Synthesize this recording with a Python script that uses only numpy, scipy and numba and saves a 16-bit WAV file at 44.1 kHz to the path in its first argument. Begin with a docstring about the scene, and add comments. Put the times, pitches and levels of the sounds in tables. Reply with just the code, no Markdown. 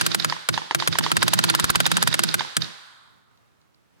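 """Garden lawn, wall on the right, trees beyond: a paintball marker to the right fires bursts at a glass panel.
Shots are gas puffs ringing a barrel; each ball's burst is a crack, a grainy paint spray and panel modes.
The wall returns delayed splats; sheds and trees leave a long wash of banded decaying noise.
A quiet garden hush lies beneath, with faint ticks after the firing.
Two phone ports of opposite polarity hear it through a fast gain control; the left overloads lopsidedly."""
import sys
import numpy as np
from scipy import signal
from scipy.fft import rfft, irfft
from scipy.io import wavfile
from scipy.ndimage import uniform_filter1d
from numba import njit

SR = 44100
rng = np.random.default_rng(int(sys.argv[2]) if len(sys.argv) > 2 else 0)


def volts_from_db(level):
    """Convert decibel levels to linear amplitude ratios."""
    exponent = np.asarray(level, float) / 20
    return 10 ** exponent


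def dump(signal):
    """Clip the signal to [-1, 1] and save it as 16-bit WAV at the path in sys.argv[1]."""
    limited = np.clip(np.atleast_2d(signal).T, -1, 1)
    pcm = np.round(limited * 32767).astype(np.int16)
    wavfile.write(sys.argv[1], SR, pcm)


N = 176400
LEAD_S = 0.6  # sound already in the air before the start
LEAD_SAMPLES = int(LEAD_S * SR)
TOTAL_SAMPLES = N + LEAD_SAMPLES

# garden hush spectrum: f/Hz, level/dB
GARDEN_SPECTRUM = [(20, -22), (124, -7), (440, -18.5), (1390, -22), (15500, -41.5)]
# faint ticks after the firing: t/s
FAINT_TICKS_S = [3.374, 3.615, 3.745]
# balls bursting on the panel before the start: t/s, crack level/dB
EARLY_HITS = [(-.09, 2)]
# balls bursting on the panel: t/s, crack level/dB
HITS = [(0.0117, -8), (0.0642, -8), (0.1465, -6), (0.2461, -8), (0.4884, -6), (0.7477, -4), (0.8749, -6),
        (0.9863, -2), (1.1167, -6.5), (1.1675, -4), (1.2278, -2), (1.2809, -6), (1.3359, -0.5),
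        (1.3902, -2), (1.4391, -3.5), (1.4987, -3), (1.5496, -7), (1.5977, -8), (1.6423, -8),
        (1.7016, -6.5), (1.7565, -3), (1.8032, -3), (1.864, -4.5), (1.9159, -7.5), (1.969, -6.5),
        (2.0264, -3), (2.0745, -6), (2.1415, -8), (2.1922, -5.5), (2.2358, -7.5), (2.342, -6.5),
        (2.5673, -8)]
# splat spectrum: f/Hz, level/dB
SPLAT_SPECTRUM = [(180, -60.5), (300, -4.5), (923, 0.5), (1480, 5.5), (2210, -1), (4850, -2.5),
                  (5550, -6.5), (9180, -3.5), (16000, -16.5)]
# panel modes: f/Hz, level/dB, t60/s
PANEL_MODES = [(113.3, -26, 0.17), (165.3, -27, 0.28), (231, -25, .09), (339.3, -36, 0.31),
               (1480, -14, .028)]
# wash from sheds and trees: f/Hz, left level/dB, right level/dB, far t60/s
WASH_BANDS = [(206, -30.5, -35, 0.6), (477, -30, -31.5, 0.65), (1117, -42, -40.5, 2.6),
              (1484, -36, -38.5, 1.87), (2800, -33, -32.5, 0.99), (3680, -32.5, -29, 1.45),
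              (5600, -29.5, -32, 0.85), (7300, -40.5, -41, 1.2), (11700, -46, -53.5, 1.3)]
# wall echo delays of the hits: t/s
HIT_ECHO_DELAYS_S = (.0519, .0758)
# wall echo levels of the hits, one row per delay: right level/dB, left level/dB
HIT_ECHO_LEVELS = [(3, -23), (-12, -28)]
# port response to sound from the side: f/Hz, level/dB
SIDE_PORT_RESPONSE = [(900, -23.5), (3200, -17), (3750, -18), (4700, -8.5), (6500, -20), (11000, -61.5)]
# marker shots: t/s, level/dB
SHOTS = [(.3243, 0), (.5771, 3.5), (.71, 4), (.8234, -0.5), (.9546, -3), (1.0096, -2.5), (1.064, 2.5),
         (1.117, 3.5), (1.169, -5.5), (1.2238, 2), (1.2783, -4), (1.3338, 2), (1.388, -5), (1.4405, -0.5),
         (1.4868, -7), (1.5408, -1.5), (1.5916, -1.5), (1.6424, -1), (1.6975, 0), (1.7503, -1), (1.803, 5),
         (1.863, 2), (1.916, -7.5), (1.9808, -1.5), (2.027, -2), (2.0732, 0), (2.1893, -22.5),
         (2.4076, 0.5)]
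# barrel and body modes: f at the start/Hz, left level/dB, right level/dB, t60 before the shut-off/s
MARKER_MODES = [(1040, -2, -2, .05), (1950, -9, -6, .03), (3200, -9, -4, .02)]
# echoes of the shots: delay/s, right level/dB, left level/dB
SHOT_ECHOES = [(0.0411, -9, -11.5)]
# short low bumps where loud sound overloads the left port lopsidedly: t/s, level/dB
OVERLOAD_BUMPS = [(1.641, -0.5), (1.7003, 0), (1.7572, -1.5)]

HUSH_DB, FAINT_TICK_DB, ALIKE_BELOW_HZ = -55, -51, 603
CRACK_DB, PANEL_DB, SHOT_DB = 9.5, 23.5, -4
FIRST_CRACK_DB, SPRAY_T60_S, SPRAY_GRAIN_DB, SPRAY_UNSHARED = 15, 0.027, 10, 0.46
WANDER_RAD_PER_SAMPLE = 0.05  # roughens the modes
SWING_CYCLES = 1.7  # the pane takes this long to get swinging
NEAR_T60_S, WASH_START_S, WASH_RISE_S = 0.46, 0.035, 0.0096
FAR_DB, TREES_BUILD_S, TREES_END_S, PAST_TREES_DB, SHOT_WASH_DB = -7.5, 0.31, 0.58, -3.5, -8
PORT_PEAK_HZ, PORT_PEAK_DB = 3700, -5
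PUFF_S, MARKER_HISS_DB, HISS_T60_S = 0.00004, -18.5, 0.067
SAG_PER_S = 45  # the ring drops in pitch as the gas leaves
SHUT_S = 0.0043  # the ring dies away quickly after this
BUMP_PEAK_S = 0.0012
HIT_LAG_SAMPLES, TREBLE_LAG_SAMPLES, SIDE_LAG_SAMPLES, SPLIT_HZ = 3, 2, 17, 5000
KNEE_DB, RATIO, ATTACK_S, RELEASE_S, LEFT_DB = -6, 2.24, 0.00044, 0.024, -2.5


def colour(x, points):
    """Minimum-phase filter through (f/Hz, level/dB) points."""
    p = np.array(points, float)
    log_hz = np.log(np.fft.rfftfreq(2048, 1 / SR) + 1)
    db = np.interp(log_hz, np.log(p[:, 0]), p[:, 1])
    cepstrum = irfft(db * np.log(10) / 20)
    # folding the cepstrum makes the filter causal
    cepstrum[1:1024] *= 2
    cepstrum[1025:] = 0
    h = irfft(np.exp(rfft(cepstrum)))
    h = h.reshape((1,) * (x.ndim - 1) + (-1,))
    return signal.fftconvolve(x, h, axes=-1)[..., :x.shape[-1]]


def fade(t, t60):
    """Exponential decay, -60 dB at t60."""
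    return np.exp(-np.log(1000) * t / t60)


def lay(rows, times):
    """Each row of sound starts at its time."""
    out = np.zeros(TOTAL_SAMPLES + rows.shape[1])
    for row, s in zip(rows, times):
        i = int((s + LEAD_S) * SR)
        out[i:i + len(row)] += row
    return out[:TOTAL_SAMPLES]


def late(x, samples):
    """Pure delay."""
    return np.concatenate([np.zeros(int(samples)), x])[:TOTAL_SAMPLES]


def pair(size):
    """Noise at both ports: mostly alike in the bass, unrelated above."""
    a = rng.standard_normal((3, size))
    b_low, a_low = signal.butter(1, ALIKE_BELOW_HZ, fs=SR)
    return a[:2] + signal.lfilter(b_low, a_low, a[2] - 0.5 * a[:2])


def garden():
    """Coloured noise hush whose level breathes slowly, plus faint decaying noise ticks."""
    hush = colour(pair(TOTAL_SAMPLES), GARDEN_SPECTRUM)
    steps = np.repeat(rng.standard_normal(TOTAL_SAMPLES // 4000 + 1), 4000)
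    swell = uniform_filter1d(steps, 4000)[:TOTAL_SAMPLES]
    hush *= volts_from_db(HUSH_DB + 1.3 * swell) / hush.std()
    t = np.arange(400) / SR
    burst = rng.standard_normal((len(FAINT_TICKS_S), len(t))) * fade(t, 0.015)
    tick = colour(burst, [(1500, -31), (4000, 17), (9000, -9)])
    return hush + volts_from_db([[-3], [0]]) * lay(volts_from_db(FAINT_TICK_DB) * tick, FAINT_TICKS_S)


def splats():
    """The shell cracks, paint sprays in grains for some ms, the panel rings and thumps."""
    s, db = np.array(list(EARLY_HITS) + list(HITS), float).T[:, :, None]
    starts_s = s[:, 0]
    t, t_long = np.arange(1500) / SR, np.arange(12000) / SR
    shape = np.minimum(0.71 + t / 0.0014, 1) * fade(t, SPRAY_T60_S)  # full after 0.4 ms
    size = (len(s), len(t))

    def grain():
        """Noise with a random level at every sample."""
        return rng.standard_normal(size) * volts_from_db(SPRAY_GRAIN_DB * rng.standard_normal(size))

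    shared = grain() * shape
    shared[:, 0] += volts_from_db(FIRST_CRACK_DB)
    dull = rng.random((len(s), 1))  # some balls burst wetter and darker
    spray = []
    for _ in range(2):
        burst = colour(shared + SPRAY_UNSHARED * grain() * shape, SPLAT_SPECTRUM)
        burst = burst + dull * (uniform_filter1d(burst, size=3) - burst)
        spray.append(lay(volts_from_db(db + CRACK_DB) * burst, starts_s))
    # at a distance each splat counts as one crack
    far = colour(lay(volts_from_db(db + CRACK_DB + 17.5), starts_s), SPLAT_SPECTRUM)

    panel = np.zeros((2, len(s), len(t_long)))
    for f, level_db, t60 in PANEL_MODES:
        luck = rng.standard_normal((len(s), 4)).T[:, :, None]
        wander = np.cumsum(WANDER_RAD_PER_SAMPLE * rng.standard_normal((len(s), len(t_long))), axis=1)
        turn = 2 * np.pi * f * (1 + f / 20000 * luck[0]) * t_long + wander
        swing = np.minimum(f * t_long / SWING_CYCLES, 1)
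        envelope = volts_from_db(db + PANEL_DB + level_db + 3 * luck[1]) * fade(t_long, t60) * swing
        for k in range(2):  # each port meets the mode with its own phase
            phase = 0.17 * luck[2 + k] * np.minimum(turn, 1)
            panel[k] += envelope * np.sin(turn + phase)
    return far, np.array(spray), np.array([lay(p, starts_s) for p in panel])


def wash(x):
    """Scatter from near things dies fast; the far trees build up, last longer, then step down."""
    t = np.arange(int(1.6 * SR)) / SR
    past_trees = 1 / (1 + np.exp((TREES_END_S - t) / 0.01))
    shape = np.clip((t - WASH_START_S) / WASH_RISE_S, 0.05, 1) * volts_from_db(PAST_TREES_DB * past_trees)
    noise = rfft(pair(len(t)))
    log_hz = np.log(np.fft.rfftfreq(len(t), 1 / SR) + 1)
    centres = np.log([w[0] for w in WASH_BANDS])
    tail = 0
    for k, (_, left_db, right_db, far_t60) in enumerate(WASH_BANDS):
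        weight = np.interp(log_hz, centres, np.arange(len(WASH_BANDS)) == k)
        band = irfft(noise * weight, len(t))
        far = volts_from_db(FAR_DB) * np.minimum(t / TREES_BUILD_S, 1) * fade(t, far_t60)
        tail = tail + volts_from_db([[left_db], [right_db]]) * band * (fade(t, NEAR_T60_S) + far)
    return signal.fftconvolve(x[None], tail * shape, axes=1)[:, :TOTAL_SAMPLES]


def wall(hit):
    """Slap echoes from the right, with a narrow port resonance; the right port hears them first."""
    b_peak, a_peak = signal.iirpeak(PORT_PEAK_HZ, 20, SR)
    heard = colour(hit, SIDE_PORT_RESPONSE) + volts_from_db(PORT_PEAK_DB) * signal.lfilter(b_peak, a_peak, hit)
    out = np.zeros((2, TOTAL_SAMPLES))
    for delay_s, (right_db, left_db) in zip(HIT_ECHO_DELAYS_S, HIT_ECHO_LEVELS):
        out[0] += volts_from_db(left_db) * late(heard, delay_s * SR + SIDE_LAG_SAMPLES)
        out[1] += volts_from_db(right_db) * late(heard, delay_s * SR)
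    return out


def marker():
    """A short puff of gas rings the barrel on a falling pitch; the right port hears it first."""
    s, db = np.array(SHOTS).T
    t = np.arange(3000) / SR
    puff = np.exp(-0.5 * ((t[:40] - 3 * PUFF_S) / PUFF_S) ** 2)
    hiss = volts_from_db(MARKER_HISS_DB) * rng.standard_normal((len(s), len(t))) * fade(t, HISS_T60_S)
    pitch_luck = 1 + 0.04 * rng.standard_normal((len(s), 1))
    turn = 2 * np.pi * np.log(1 + SAG_PER_S * t) / SAG_PER_S * pitch_luck
    ports = []
    for side in (1, 2):
        ring = sum(volts_from_db(m[side]) * np.cos(m[0] * turn) * fade(t, m[3]) for m in MARKER_MODES)
        body = ring / puff.sum() * np.exp(-(t / SHUT_S) ** 4)
        body[:, 0] += 1  # the puff itself
        ports.append(lay(volts_from_db(SHOT_DB + db[:, None]) * signal.lfilter(puff, 1, body + hiss), s))
    out = np.array([late(ports[0], SIDE_LAG_SAMPLES), ports[1]])
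    dull = uniform_filter1d(ports[0], size=12)
    for delay_s, right_db, left_db in SHOT_ECHOES:
        out = out + volts_from_db([[left_db], [right_db]]) * late(dull, delay_s * SR)
    return out


def overload_bumps():
    """Short low bumps in the left port alone, where loud sound overloads it lopsidedly."""
    s, db = np.array(OVERLOAD_BUMPS).T[:, :, None]
    t = np.arange(800) / SR / BUMP_PEAK_S
    return lay(-volts_from_db(db) * t * np.exp(1 - t), s[:, 0]) * np.array([[1], [0]])


def scene():
    """Direct sound, wall echoes, wash and garden at the two ports."""
    shot = marker()
    far, spray, panel = splats()
    left, right = spray + panel
    low = signal.filtfilt(*signal.butter(2, SPLIT_HZ, fs=SR), right)
    right_late = late(low, HIT_LAG_SAMPLES) + late(right - low, TREBLE_LAG_SAMPLES)
    near = shot + np.array([left, right_late]) + overload_bumps()
    scattered = wash(far + volts_from_db(SHOT_WASH_DB) * shot[0])
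    return (near + wall(right) + scattered + garden())[:, LEAD_SAMPLES:]


@njit
def follow(x, attack, release):
    """Level follower: rises fast, sinks slowly."""
    e, y = x[0], np.empty(len(x))
    for i in range(len(x)):
        e += (x[i] - e) * (attack if x[i] > e else release)
        y[i] = e
    return y


def band_limit(x):
    """A steep low-pass at the top of the band."""
    return signal.sosfilt(signal.butter(12, 16970, fs=SR, output="sos"), x)


def record(dry):
    """Deep bass is cut, gain ducks just after loud peaks, peaks round off; right port wired in reverse."""
    dry = signal.lfilter(*signal.butter(2, 60, "high", fs=SR), dry)
    env = follow(np.abs(dry).max(axis=0), 1 / (ATTACK_S * SR), 1 / (RELEASE_S * SR))
    gain = np.minimum(1, volts_from_db(KNEE_DB) / (env + 1e-9)) ** (1 - 1 / RATIO)
    ports = dry * gain * [[volts_from_db(LEFT_DB)], [-1]]
    mix = 0.56 * np.tanh(ports / 1.146)
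    return band_limit(mix)


dry = scene()
out = record(dry)
dump(out)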